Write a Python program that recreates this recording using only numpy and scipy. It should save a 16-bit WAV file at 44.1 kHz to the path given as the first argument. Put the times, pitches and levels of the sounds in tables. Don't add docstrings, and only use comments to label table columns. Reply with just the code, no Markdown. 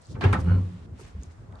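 import sys
import numpy as np
from scipy import signal
from scipy.fft import rfft, irfft, next_fast_len
from scipy.io import wavfile
from scipy.ndimage import map_coordinates

SR = 44100
rng = np.random.default_rng(int(sys.argv[2]) if len(sys.argv) > 2 else 0)


def pcm_store(signal):
    levels = np.round(np.clip(np.atleast_2d(signal), -1, 1) * 32767)
    wavfile.write(sys.argv[1], SR, levels.astype(np.int16).T)


def rack_gain(trim_db):
    fader = np.asarray(trim_db, float)
    return 10 ** (fader / 20)


N = 70560

# (frequency [Hz], density [dB per Hz])
YARD_COLOUR = [(300, -20), (500, -3), (800, -6), (1400, -9), (3000, -23), (7500, -26), (10500, -33),
               (12000, -36), (15000, -38)]
# (time [s], level [dB])
HANDLING = [(0, -53), (0.048, -66.5), (0.112, -43), (0.161, -44), (.22, -45), (0.271, -31), (0.361, -40),
            (0.421, -35), (0.502, -34), (.6, -37.5), (0.752, -52.5), (.8, -50), (1.102, -51), (1.38, -55.5),
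            (1.498, -49.5), (1.6, -51.5)]
# (frequency [Hz], density [dB per Hz])
CREAK_COLOUR = [(25, -32), (50, 3), (85, 2.5), (176, -7), (263, -13.5), (366, -15.5), (479, -21.5),
                (900, -34), (1200, -34), (1980, -120)]
# (frequency [Hz], left-right likeness [0-1])
ALIKE = [(60, 0.81), (150, 1), (300, 0.5), (600, 0.35), (1200, 0.07), (2500, 0.092), (10000, 0.22)]
# (middle [s], level [dB], length [s], centre [Hz])
RUSTLES = [(0.055, -68, 0.047, 4700), (0.115, -62.5, 0.028, 4820), (0.155, -65, 0.013, 2680),
           (0.311, -68.5, 0.11, 5200), (0.407, -59.5, .015, 6060), (0.24, -68, 0.013, 6019),
           (1, -58.5, 0.011, 925.9), (1.007, -63.5, 0.019, 6500), (1.05, -67, 0.07, 5090),
           (1.04, -64.5, 0.08, 2130), (1.076, -74, 0.011, 7500), (1.206, -72.5, 0.086, 2160),
           (1.241, -69, 0.038, 5100), (1.305, -70.5, 0.026, 1500), (1.319, -72.5, 0.021, 4970),
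           (1.463, -74, 0.023, 1130), (1.553, -59.5, 0.053, 830), (1.6, -68, 0.015, 3000)]
# (middle [s], level [dB], centre [Hz])
TICKS = [(0.019, -64, 8400), (0.059, -66, 8200), (0.058, -62, 4400), (0.069, -63, 7200), (.446, -68, 8400),
         (1.217, -67, 6000), (1.2255, -64, 6100), (1.2345, -56, 7400), (1.2345, -68, 11000),
         (1.3205, -69, 7500), (1.524, -66, 3300), (1.524, -70, 7500), (1.527, -62, 1950),
         (1.556, -60, 3900), (1.556, -67, 7800)]
# (time [s], peak [dB], pitch [Hz], T60 [s])
BUMPS = [(0.082, -32.5, 95, 0.063), (0.0905, -32.5, 97, 0.16), (0.135, -29, 134, 0.09),
         (0.179, -28, 98, 0.13), (0.329, -21.5, 74, 0.12), (0.375, -24.5, 91.8, 0.17),
         (0.904, -36.5, 90, 0.072), (0.916, -30.5, 92.2, 0.098), (0.811, -44.5, 95.3, 0.18),
         (1.142, -27.5, 74.8, 0.14), (1.180, -24.5, 62.4, 0.11), (1.264, -34, 80.5, 0.2),
         (1.483, -40, 100.5, 0.19), (1.39, -38.5, 111, 0.057), (.885, -55, 439, 0.11),
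         (.994, -42, 418, 0.032), (1.012, -41, 377, 0.032), (1.161, -38.5, 185.6, 0.084),
         (1.185, -35.5, 164, 0.053), (1.204, -45, 250.5, 0.075), (1.224, -41.5, 313, 0.022),
         (1.537, -36, 108, 0.073), (0.827, -64, 348, 0.1)]
# (time [s], level [dB], tilt [dB per octave], decay factor [x], loudest pitch [Hz])
BLOWS = [(0.153, -45.5, -3.5, 0.11, 2410), (0.162, -47, -3.5, 6.2, 470), (0.209, -41, 5, 0.36, 4200),
         (.219, -36, -1.7, 1.53, 1894), (.232, -36, 1.5, 0.91, 707), (0.2383, -35.5, 4.5, 0.24, 2540),
         (0.243, -53, 6.5, 0.42, 4200), (.245, -32.5, -1, 1.46, 398), (.327, -38, 7, 0.27, 9750),
         (.330, -30, -1.5, 0.61, 1560), (.348, -35.5, -4.5, 0.45, 750), (0.363, -60, 10, 9.9, 1170),
         (.388, -41, -7.5, 0.32, 1050), (0.471, -43, -2.5, 1.96, 327), (0.509, -51, -10.5, 2.24, 523),
         (0.561, -50, -9, 0.66, 348)]
# (frequency [Hz], density [dB per Hz])
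CLANK_COLOUR = [(88, -29), (150, 4.5), (638, -15), (822, -9), (1640, -14), (2820, -24), (5120, -39.5),
                (8050, -49.5), (11400, -57), (14800, -109), (22000, -120)]
# (frequency [Hz], T60 [s])
CLANK_T60 = [(150, 0.13), (500, 0.4), (1500, 0.3), (4000, 0.49), (10000, 0.24)]
# (frequency [Hz], level [dB], T60 [s])
STEEL_MODES = [(182.9, 1.5, 0.64), (248.7, 1.5, 0.25), (331.4, -2.5, 0.15), (403.6, -2.2, 0.22),
               (517, -1.5, 1), (738.5, -3.5, 0.24), (869, 3.5, 0.088), (1045, 2.5, 0.35),
               (1192.5, 4.5, 0.2), (1305, 4.5, 0.19), (1528, 4.5, 0.12), (1694, -27, 0.36),
               (2334, -2, 0.21), (2390, -7.5, 0.18)]
# (frequency [Hz], left minus right [dB])
LATCH_LEAN = [(250, 0.5), (450, -3.5), (1100, -1.5), (6000, 1), (9000, -11)]
# (time [s], peak [dB], pitch [Hz], T60 [s])
PINGS = [(.2125, -33.5, 1064, 0.066), (.2165, -34.5, 1700, 0.045), (.2095, -30.5, 700, .04),
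         (.2375, -31, 2710, 0.015), (.258, -49, 3740, 0.06), (.2385, -20, 385.7, 0.098),
         (.243, -30, 1665, 0.05), (.2465, -30.5, 876, 0.037), (.251, -33, 2710, 0.027),
         (.327, -25, 990, 0.032), (.331, -24.5, 1435, 0.029), (.333, -29.5, 1202, 0.044),
         (.3315, -28, 2203, 0.034), (.337, -27, 1566, 0.026), (.341, -32.5, 1840, 0.051),
         (.3445, -29, 324, .08), (.3485, -20.5, 816, 0.021), (.349, -29, 1199, 0.069),
         (.3595, -33, 1318, 0.071), (.371, -36.5, 862, 0.093), (1.2335, -41, 6560, 0.0085),
         (1.2345, -62, 4670, 0.0089), (1.243, -66, 3850, 0.01), (1.112, -50, 410, .04),
         (1.147, -44.5, 443, 0.036), (1.2205, -49, 462, 0.033)]
# (time [s], pitch [Hz], level [dB])
SLAM = [
    (0.236, 97.93, -34),
    (0.26, 103, -15.5),
    (0.272, 91.2, -23.5),
    (0.285, 94, -29),
    (0.322, 99, -22),
    (0.334, 95, -37),
    (0.36, 95, -60.5),
]
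# (time [s], pitch [Hz], level [dB], second mode [dB])
JUDDER = [(0.415, 83.26, -27.5, -46), (0.445, 84.6, -28, -44.5), (0.472, 85.7, -30.5, -30),
          (0.515, 91.3, -21, -33), (0.575, 93.2, -24.5, -40.5), (0.605, 94.5, -29, -40),
          (0.67, 95.0, -37.5, -49.5), (0.73, 94, -47.5, -51.5), (0.775, 98, -42, -41.5)]
# (time [s], level [dB])
CHATTER = [
    (0.442, -59),
    (.485, -57),
    (.52, -55.5),
    (.55, -55.5),
    (.575, -56),
    (0.601, -69.5),
]
# (frequency [Hz], width [Hz], level [dB])
CATCH_BODY = [(1050, 110, -1), (1240, 52, -12.5), (1330, 180, -4), (2400, 310, -16.5), (2884, 140, -12),
              (4200, 340, -19)]
# (time [s], peak [dB])
TAPS = [(0.4628, -41.5), (0.4748, -39), (0.4847, -32.5), (0.4957, -30), (0.5072, -30), (0.5187, -29),
        (.530, -38), (.5415, -37.5), (.553, -41), (.5645, -53)]
# (frequency [Hz], level [dB], T60 [s])
TAP_MODES = [(966, -15, 0.045), (1044, -10, 0.024), (1358, 1.5, 0.025), (1458, -0.5, 0.043),
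             (1820, -10, 0.028), (2180, -16.5, 0.071), (2910, -19, 0.085), (4300, -31.5, 0.078)]
# (frequency [Hz], gain [dB])
MICROPHONE = [(20, 3), (62, 3), (80, 5), (9300, 5), (10800, -2), (14500, -4), (15500, -120)]


def along(points, hz):
    f, v = np.transpose(points)
    return np.interp(np.log(hz + 1), np.log(f + 1), v)


def unit(x):
    return x / np.sqrt(np.mean(x ** 2) + 1e-20)


def filtered(x, response):
    m = next_fast_len(x.shape[-1] + SR // 4)
    spectrum = rfft(x, m) * response(np.fft.rfftfreq(m, 1 / SR))
    return irfft(spectrum, m)[..., :x.shape[-1]]


def spread(pair, gain):
    def response(hz):
        turn = np.arccos(np.clip(along(ALIKE, hz), -1, 1)) / 2
        return gain(hz) * [np.cos(turn), np.sin(turn)]

    mid, side = filtered(pair, response)
    return np.array([mid + side, mid - side])


def add(out, s, x):
    part = out[..., round(s * SR):][..., :x.shape[-1]]
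    part += x[..., :part.shape[-1]]


def wobble(rate):
    knots = rng.standard_normal(int(N * rate / SR) + 4)
    return map_coordinates(knots, [np.arange(N) * rate / SR])


def yard():
    air = unit(filtered(rng.standard_normal((2, N)), lambda f: rack_gain(along(YARD_COLOUR, f))))
    return air * rack_gain(-66 + 1.2 * wobble(12))


def creak():
    resonances = [95] + [hz for hz, _, _ in STEEL_MODES[:5]]

    def colour(f):
        peaks = sum(0.5 / (1 + ((f - c) / 9) ** 2) for c in resonances)
        return rack_gain(along(CREAK_COLOUR, f)) * (1 + peaks)

    rub = unit(spread(rng.standard_normal((2, N)), colour))
    s, db = np.transpose(HANDLING)
    return rub * rack_gain(np.interp(np.arange(N) / SR, s, db) + 1.8 * wobble(24.83))


def puffs(rows, octaves):
    out, t = np.zeros((2, N)), np.arange(N) / SR
    for s, db, length, hz in rows:
        grain = rng.standard_normal((2, N)) * rack_gain(2.2 * wobble(700))
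        puff = unit(spread(grain, lambda f: np.exp(-(np.log2(f / hz + 0.0014) / octaves) ** 2 / 2)))
        out += rack_gain(db) * np.exp(-((t - s) / length) ** 2) * puff
    return out


def ticks():
    return puffs([(s, db, 0.0013, hz) for s, db, hz in TICKS], octaves=0.18)


def cloth():
    return puffs(RUSTLES, octaves=0.63)


def bumps():
    out, t = np.zeros(N), np.arange(SR // 2) / SR
    rise_cycles = 0.94
    for s, db, hz, t60 in BUMPS:
        rise = 1 - np.exp(-(t * hz / rise_cycles) ** 2)
        add(out, s, rack_gain(db + 1.5 - 60 * t / t60) * rise * np.sin(2 * np.pi * hz * t))
    return out


def clank_noise(slow, lean, t):
    hz, frame_s, z = signal.stft(rng.standard_normal((2, len(t))), SR, nperseg=128)
    decay = rack_gain(-60 * frame_s / (slow * along(CLANK_T60, hz)[:, None]))
    noise = signal.istft(z * decay, SR, nperseg=128)[1][:, :len(t)]
    noise = spread(noise, lambda f: rack_gain(along(CLANK_COLOUR, f)) * lean(f))
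    return noise / np.sqrt(np.mean(noise[:, :400] ** 2))


def steel_ring(slow, lean, t):
    ring, longest_cycles = 0, 300
    for (f, g, t60), (a, b, c) in zip(STEEL_MODES, rng.standard_normal((len(STEEL_MODES), 3))):
        level = rack_gain(g + 2 * a - 60 * t / min(slow * t60, longest_cycles / f / 2))
        lag = [[0], [c * min(f / 500, 1.5)]]
        ring = ring + lean(f) * level * np.sin(2 * np.pi * f * (1 + 0.011 * b) * t + lag)
    return ring


def latch():
    out, t = np.zeros((2, N)), np.arange(SR // 2) / SR
    peak_db, peak_octaves, ring_db, attack_s = 8, 0.4, -12, 0.00082
    for s, db, tilt_db, slow, top in BLOWS:
        def lean(f):
            tilt = tilt_db * np.log2(np.clip(f, 250, 9000) / 1000)
            return rack_gain(tilt + peak_db * np.exp(-(np.log2(f / top + 0.0007) / peak_octaves) ** 2))

        clank = clank_noise(slow, lean, t) + rack_gain(ring_db) * steel_ring(slow, lean, t)
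        add(out, s, rack_gain(db) * clank * (1 - np.exp(-t / attack_s)))
    sides = np.array([[.5], [-.5]])
    return filtered(out, lambda hz: rack_gain(along(LATCH_LEAN, hz) * sides))


def damped_tones(rows):
    out, t = np.zeros((2, N)), np.arange(SR // 8) / SR
    spread_rad, rise_cycles = 2.03, 1.37
    for (s, db, hz, t60), (a, b) in zip(rows, rng.standard_normal((len(rows), 2))):
        lag = spread_rad * np.tanh(a) * min(hz / 600, 1) * np.array([[.5], [-.5]])
        tone = np.sin(2 * np.pi * hz * (1 + 0.0065 * b) * t + lag)
        add(out, s, rack_gain(db - 60 * t / t60) * (1 - np.exp(-t * hz / rise_cycles)) * tone)
    return out


def pings():
    return damped_tones(PINGS)


def swing(rows):
    s, hz, *dbs = np.transpose(rows)
    t = np.arange(N) / SR
    fade = np.clip(np.minimum(t - s[0], s[-1] - t) / 0.023, 0, 1)
    turns = np.cumsum(np.interp(t, s, hz)) / SR
    return turns, [np.sqrt(2) * fade * rack_gain(np.interp(t, s, db)) for db in dbs]


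def slam():
    turns, (gain,) = swing(SLAM)
    return gain * np.sin(2 * np.pi * (turns + 0.074))


def judder():
    turns, (gain, second_gain) = swing(JUDDER)
    second = np.sin(2 * np.pi * (175 * np.arange(N) / SR + 0.31))
    return gain * np.sin(2 * np.pi * (turns - .12)) + second_gain * second


def chatter():
    turns, _ = swing(JUDDER)
    gate = .35 + np.cos(np.pi * (turns + .7)) ** 4
    noise = rng.standard_normal((2, N)) + 4.5 * rng.standard_normal(N)

    def body(f):
        modes = sum(rack_gain(g) * (1j * f * w / (c * c - f * f + 1j * f * w)) ** 2 for c, w, g in CATCH_BODY)
        return modes / (1 + (f / 5200) ** 8)

    rattle = unit(filtered(unit(gate * rack_gain(0.46 * wobble(90.6)) * noise), body))
    s, db = np.transpose(CHATTER)
    return rattle * rack_gain(np.interp(np.arange(N) / SR, s, db, -120, -120))


def catch_taps():
    return damped_tones([(s, db - 8 + g, hz, t60) for s, db in TAPS for hz, g, t60 in TAP_MODES])


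def scene():
    hands = yard() + creak() + ticks() + cloth() + bumps()
    return hands + latch() + pings() + slam() + judder() + chatter() + catch_taps()


def top_cut(x):
    return signal.sosfilt(signal.butter(12, 14800, fs=SR, output="sos"), x)


def record(dry):
    mix = filtered(dry, lambda hz: rack_gain(along(MICROPHONE, hz)))
    return top_cut(mix)


dry = scene()
out = record(dry)
pcm_store(out)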